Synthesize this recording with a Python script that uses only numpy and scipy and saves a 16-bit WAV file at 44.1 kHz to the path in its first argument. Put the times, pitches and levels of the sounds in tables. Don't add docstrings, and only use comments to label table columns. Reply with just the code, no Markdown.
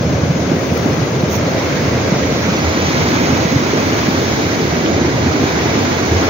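import sys
import numpy as np
from scipy import signal
from scipy.fft import rfft, irfft
from scipy.io import wavfile
from scipy.ndimage import uniform_filter1d, minimum_filter1d

SR = 44100
rng = np.random.default_rng(int(sys.argv[2]) if len(sys.argv) > 2 else 0)


def transcribe(u):
    v = np.clip(np.atleast_2d(u).T, -1, 1)
    q = np.round(v * 32767).astype(np.int16)
    wavfile.write(sys.argv[1], SR, q)


N = 277653

# t/s, level/dB, pan/dB (pan = left minus right throughout)
HISS_LEVELS = [(0, -50, 1.5), (.45, -49, 4), (.75, -44.5, -1.5), (1.05, -47.5, 3), (1.4, -49, 3),
               (1.6, -46, 7), (2.2, -47.5, 5), (2.4, -44.5, 1), (2.7, -44.5, 1), (3.1, -42, 1),
               (3.52, -43.5, -5), (3.7, -44, -1), (3.95, -42, -1.5), (4.3, -43, 0), (4.6, -43.5, 0),
               (4.95, -47.5, -1), (5.3, -46, -3.5), (5.75, -44.5, -1.5), (6.3, -44, 7.5)]
# t/s, peak/dB, low f/Hz, high f/Hz, decay/s, pan/dB
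TICKS = [(.7764, -19, 14000, 16500, .0008, -4), (.7745, -34, 7600, 13500, .003, 0),
         (4.8605, -15, 2500, 3900, .0045, 0)]
# t/s, level/dB, half width/s, pan/dB
GUSHES = [(1.344, -33, 0.042, -12), (5.443, -41, 0.039, -2)]
# t/s, level/dB, pan/dB
SPLASH_LEVELS = [(0, -27, 2), (.88, -25, 2.5), (1.2, -25.5, 1.5), (1.45, -24.5, 0.5), (1.65, -23.5, 0),
                 (1.9, -23.5, 0), (2.25, -24, -.5), (2.5, -22.5, -1), (2.75, -22, -1), (2.95, -20.5, -0.5),
                 (3.2, -20.5, -1), (3.6, -22, -2), (4.0, -21.5, -.5), (4.7, -23, -1), (5.35, -22.5, -1.2),
                 (5.5, -21.5, 0), (5.82, -21.5, -0.5), (6.0, -22, -1.7), (6.3, -20.5, 0.5)]
# t/s, tilt/(dB/octave)
SPLASH_TILT = [(0, -0.5), (.9, -0.5), (1.5, -0.6), (2.1, 0.2), (2.8, 0.35), (3.35, -0.04), (4.0, 0),
               (4.4, 0.8), (5.0, -0.3), (6.3, 0.2)]
# t/s, peak/dB, f/Hz, length/s
THUMPS = [(0.068, -9, 171, 0.018), (0.237, -7.5, 157, 0.0054), (0.306, -6.5, 156, 0.016),
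          (0.364, -9.5, 205, 0.011), (0.497, -10, 165, 0.012), (0.519, -6, 293, 0.0061),
          (0.54, -14, 150, 0.016), (0.723, -6.5, 133, 0.007), (0.862, -7, 258, 0.0086),
          (0.913, -13, 250, 0.0067), (0.93, -13, 140, 0.014), (0.99, -15, 150, 0.024),
          (1.027, -10.5, 125, 0.018), (1.239, -6, 150, 0.0078), (1.375, -20, 95.5, 0.025),
          (1.981, -21, 95, 0.03), (2.125, -8, 190, 0.011), (2.253, -19.5, 84, 0.037),
          (2.493, -13, 181, 0.017), (2.69, -18, 85, 0.044), (3.085, -17, 200, 0.0099),
          (3.114, -14, 327, 0.012), (3.136, -8.5, 253, 0.017), (3.303, -15, 253, 0.028),
          (3.326, -13, 235, 0.014), (3.335, -7.5, 143, 0.0086), (3.41, -10, 124, 0.015),
          (3.457, -9.5, 190, 0.0064), (3.53, -13, 245, 0.027), (3.566, -6, 127, 0.013),
          (3.562, -14, 275, 0.012), (3.605, -14.5, 290, 0.012), (3.736, -11, 374, 0.007),
          (3.87, -12.5, 260, 0.0062), (3.926, -13, 396, 0.0063), (4.087, -5.5, 208, 0.0058),
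          (4.29, -19, 97, 0.03), (4.607, -12.5, 403, 0.0081), (4.732, -13.5, 156, 0.017),
          (4.956, -15.5, 98, 0.033), (5.017, -8, 310, 0.0053), (5.019, -15, 240, 0.016),
          (5.051, -12.5, 360, 0.009), (5.089, -14, 290, 0.02), (5.27, -10.5, 246, 0.018),
          (5.3, -17, 94.5, 0.028), (5.354, -13, 285, 0.017), (5.405, -15, 272, 0.013),
          (5.422, -8.5, 255, 0.011), (5.436, -14.5, 140, 0.014), (5.44, -6.5, 292, 0.0052),
          (5.779, -16, 264, 0.017), (6.122, -10.5, 103, 0.02), (6.125, -16, 322, 0.015),
          (6.166, -13.5, 91.6, 0.046), (6.222, -12.5, 337, 0.015)]
# t/s, rumble level/dB, churn level/dB
DEEP_LEVELS = [(0, -18.5, -22), (.15, -19.5, -21.5), (.3, -23, -21), (.52, -22.5, -20), (.68, -25, -21),
               (.87, -22, -20), (1.08, -23.5, -21.5), (1.45, -21.5, -19), (1.7, -23, -20),
               (2.1, -21.5, -19.5), (2.55, -23, -20.5), (2.75, -23.5, -20.5), (3.0, -20.5, -19.5),
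               (3.22, -21.5, -19.5), (3.35, -21, -17.5), (3.48, -22, -20), (3.58, -22, -20.5),
               (3.8, -22, -18.5), (4.1, -22.5, -19.5), (4.4, -21, -19.5), (4.7, -20.5, -19.5),
               (4.9, -20.5, -16), (5.02, -20.5, -19), (5.16, -20.5, -19), (5.33, -20, -20),
               (5.43, -18.5, -18), (5.56, -22, -19.5), (5.77, -18, -17.5), (5.98, -22, -19),
               (6.3, -22.5, -17.5)]
# f/Hz, coherence/1
DEEP_COHERENCE = [(30, .85), (70, 0.96), (130, 1), (290, 0.79), (500, 0.8), (700, 0.79), (1000, 0.64)]
# t/s, pan/dB
CHURN_PAN = [(0, -1.5), (.5, -1.5), (1, 0), (2, -1), (6.3, -1)]
# f/Hz, relative density/dB
HISS_SPECTRUM = [(7000, -90), (8300, -40), (8900, -17), (9900, -11), (12500, -9.5), (13850, -13),
                 (14300, -6), (14900, -1), (16000, 0), (16600, -60)]
SPRAY_SPECTRUM = [(300, -76), (800, -32), (2200, 7), (4000, -6), (6500, 9), (7300, -26), (8000, -28),
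                  (10000, -15), (13500, -8), (15000, 6), (16500, -12)]
SPLASH_SPECTRUM = [(150, -63), (400, -32), (750, 0.5), (1200, -3.5), (1600, -3.5), (2250, -4.5),
                   (2700, -10), (3300, -11), (5000, -12.5), (6550, -10.5), (6900, -17), (7300, -30.5),
                   (7800, -67), (9000, -110)]
CHURN_SPECTRUM = [(60, -74), (120, -37), (190, -4.5), (260, -1), (330, -3), (450, -5.5), (600, -9.5),
                  (680, -11), (760, -17.5), (1300, -60), (3000, -100)]
RUMBLE_SPECTRUM = [(20, -5.5), (84, 0), (110, 2.5), (160, 1.5), (220, -8.5), (320, -36), (600, -88)]
# t/s, left port lag/ms, splash coherence/1
MIC_TURN = [(0, 0, .1), (1.6, 0, .1), (2.2, .05, .1), (2.7, .26, .4), (3.5, .32, .3), (4.5, .25, .2),
            (6.3, .25, .18)]
# f/Hz, half width/Hz, gain behind/dB, gain clear/dB
RAIL_RESONANCES = [(280, 73, 0, 0.5), (390, 50, -0.5, 0), (560, 108, 3, -2), (2500, 360, 0.4, -0.3)]
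# f/Hz, half width/Hz, gain before opening/dB, gain after/dB
LEFT_PORT = [(2030, 550, -0.64, -1), (4500, 1100, -0.034, 0.9)]
RIGHT_PORT = [(2160, 400, -1.8, 2.5), (3860, 430, 0.5, 1), (6300, 510, 1.5, -0.2), (11100, 2400, 2, -1),
              (15000, 1000, -1, 1)]
# f/Hz, gain/dB
BASS_RESPONSE = [(20, -38), (32, -32), (50, -14), (62, -15), (72, -1), (84, 6), (97, -0.5), (130, 1.5)]

RAIL_CLEAR_START_S, RAIL_CLEAR_SPAN_S = 2.22, 2.35
RUMBLE_TILT_DB_OCT, CHURN_TILT_DB_OCT = (1, -2), (0, 2)
PORT_OPEN_START_S, PORT_OPEN_SPAN_S = 1.3, .3
NOTCH_HZ, NOTCH_HALF_WIDTH_HZ, NOTCH_DEPTH = 1806, 31, 0.53
LOWPASS_HZ = 15780
TIME_S, BINS_HZ = np.arange(N) / SR, np.fft.rfftfreq(N, 1 / SR)


def gain(db):
    return 10 ** (np.asarray(db) / 20)


def stereo_gain(db, pan_db):
    return gain([db + pan_db / 2, db - pan_db / 2])


def unit_rms(x):
    return x / np.sqrt(np.mean(x ** 2) + 1e-20)


def at_freq(table, hz):
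    f, value = np.transpose(table)
    return np.interp(np.log(hz + 1), np.log(f + 1), value)


def at_time(table, t):
    times_s, *columns = np.transpose(table)
    return [np.interp(t, times_s, column) for column in columns]


def stft_grid(n_fft):
    return np.fft.rfftfreq(n_fft, 1 / SR)[:, None], np.arange(4 * N // n_fft + 5) * n_fft / 4 / SR


def water_noise(spectrum, coherence, patch_db, flicker_db, n_fft, tilt_db_oct=0):
    hz, t = stft_grid(n_fft)
    re1, im1, re2, im2, patches = rng.standard_normal((len(t), len(hz), 5)).T
    patches = uniform_filter1d(patches, size=5, axis=0)
    patches = unit_rms(uniform_filter1d(patches, size=6, axis=1))
    flicker = unit_rms(uniform_filter1d(rng.standard_normal(len(t)), size=3))
    lead = np.exp(2j * np.pi * hz * at_time(MIC_TURN, t)[0] / 1000)
    left, diffuse = re1 + 1j * im1, re2 + 1j * im2
    right = coherence * left * lead + np.sqrt(1 - coherence ** 2) * diffuse
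    colour = gain(at_freq(spectrum, hz) + tilt_db_oct * np.log2((hz + 1) / 2500))
    colour /= np.sqrt((colour ** 2).mean(0))
    frames = np.array([left, right]) * colour * gain(patch_db * patches + flicker_db * flicker)
    return unit_rms(signal.istft(frames, nperseg=n_fft, noverlap=3 * n_fft // 4)[1][:, :N])


def resonate(sound, resonances, start_s, span_s):
    spectrum, change = rfft(sound), 0
    progress = np.clip((TIME_S - start_s) / span_s, 0, 1)
    for hz, half_width_hz, first_db, last_db in resonances:
        band = irfft(spectrum * np.exp(-((BINS_HZ - hz) / half_width_hz) ** 2), N)
        change += (gain(first_db + (last_db - first_db) * progress) - 1) * band
    return sound + change


def top_hiss():
    hiss = water_noise(HISS_SPECTRUM, coherence=0, patch_db=1.2, flicker_db=.8, n_fft=512)
    return stereo_gain(*at_time(HISS_LEVELS, TIME_S)) * hiss


def ticks():
    out = np.zeros((2, N))
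    for onset_s, peak_db, low_hz, high_hz, decay_s, pan_db in TICKS:
        burst = rng.standard_normal((2, N)) * (TIME_S > onset_s) * np.exp(-abs(TIME_S - onset_s) / decay_s)
        band = signal.sosfilt(signal.butter(4, [low_hz, high_hz], "band", fs=SR, output="sos"), burst)
        out += stereo_gain(peak_db, pan_db)[:, None] * band / abs(band).max(1, keepdims=True)
    return out


def gushes():
    swell = sum(stereo_gain(db, pan_db)[:, None] * np.exp(-abs((TIME_S - centre_s) / half_width_s) ** 3.1)
                for centre_s, db, half_width_s, pan_db in GUSHES)
    return swell * water_noise(SPRAY_SPECTRUM, coherence=.1, patch_db=1.5, flicker_db=1.5, n_fft=256)


def bubbles(rate_per_s, low_hz, high_hz, decay_cycles, spread_db, pitches):
    strength = gain(-spread_db * np.minimum(rng.exponential(1, N), 5))
    impulses = strength * (rng.random(N) < rate_per_s / SR)
    voice = rng.integers(0, 2 * pitches, N)
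    out = np.zeros((2, N))
    for k, hz in enumerate(np.tile(np.geomspace(low_hz, high_hz, pitches), 2)):
        cycles = np.arange(round(4 * decay_cycles * SR / hz)) * hz / SR
        envelope = (1 - np.exp(-cycles * 0.56)) * np.exp(-cycles / decay_cycles)
        chirp = np.sin(2 * np.pi * (cycles + 0.014 * cycles ** 2))
        ring = gain(at_freq(SPLASH_SPECTRUM, hz)) * envelope * chirp
        out[k // pitches] += signal.oaconvolve(impulses * (voice == k), ring)[:N]
    return unit_rms(out + 0.28 * out[::-1])


def white_water():
    _, t = stft_grid(512)
    wash = water_noise(SPLASH_SPECTRUM, coherence=at_time(MIC_TURN, t)[1], patch_db=1.16, flicker_db=0.5,
                       n_fft=512, tilt_db_oct=at_time(SPLASH_TILT, t)[0])
    near = bubbles(rate_per_s=1500, low_hz=883, high_hz=5400, decay_cycles=3.3, spread_db=1, pitches=20)
    return stereo_gain(*at_time(SPLASH_LEVELS, TIME_S)) * (wash + gain(-14.5) * near)


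def thumps():
    out = np.zeros(N)
    for centre_s, peak_db, hz, length_s in THUMPS:
        u = (TIME_S - centre_s) / length_s
        cycles = hz * length_s * (u + 0.087 * u ** 2) + rng.random()
        out += gain(peak_db) * np.exp(-2.6 * u ** 2) * np.sin(2 * np.pi * cycles)
    return stereo_gain(0, pan_db=-1.2)[:, None] * out


def deep_water():
    hz, t = stft_grid(2048)
    coherence = at_freq(DEEP_COHERENCE, hz)
    clearing_s = [RAIL_CLEAR_START_S, RAIL_CLEAR_START_S + RAIL_CLEAR_SPAN_S]
    rumble = water_noise(RUMBLE_SPECTRUM, coherence, patch_db=.6, flicker_db=0, n_fft=2048,
                         tilt_db_oct=np.interp(t, clearing_s, RUMBLE_TILT_DB_OCT))
    churn = water_noise(CHURN_SPECTRUM, coherence, patch_db=0.66, flicker_db=0.35, n_fft=2048,
                        tilt_db_oct=np.interp(t, clearing_s, CHURN_TILT_DB_OCT))
    rumble_db, churn_db = at_time(DEEP_LEVELS, TIME_S)
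    churn_pan_db = at_time(CHURN_PAN, TIME_S)[0]
    return stereo_gain(rumble_db, pan_db=-.7) * rumble + stereo_gain(churn_db, churn_pan_db) * churn


def scene():
    roar = deep_water() + thumps() + white_water()
    roar = resonate(roar, RAIL_RESONANCES, RAIL_CLEAR_START_S, RAIL_CLEAR_SPAN_S)
    return roar + top_hiss() + gushes() + ticks()


def record(dry):
    ports = np.array([resonate(side, port, PORT_OPEN_START_S, PORT_OPEN_SPAN_S)
                      for side, port in zip(dry, (LEFT_PORT, RIGHT_PORT))])
    notch = 1 - NOTCH_DEPTH / (1 + ((BINS_HZ - NOTCH_HZ) / NOTCH_HALF_WIDTH_HZ) ** 2)
    heard = irfft(rfft(ports) * gain(at_freq(BASS_RESPONSE, BINS_HZ)) * notch, N)
    local_peak = -minimum_filter1d(-abs(heard).max(0), size=133)
    heard /= uniform_filter1d(np.maximum(local_peak, 1), size=133)
    lowpass = signal.firwin(1023, LOWPASS_HZ, window=("kaiser", 9), fs=SR)
    return signal.oaconvolve(heard, lowpass[None], "same")


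dry = scene()
out = record(dry)
transcribe(out)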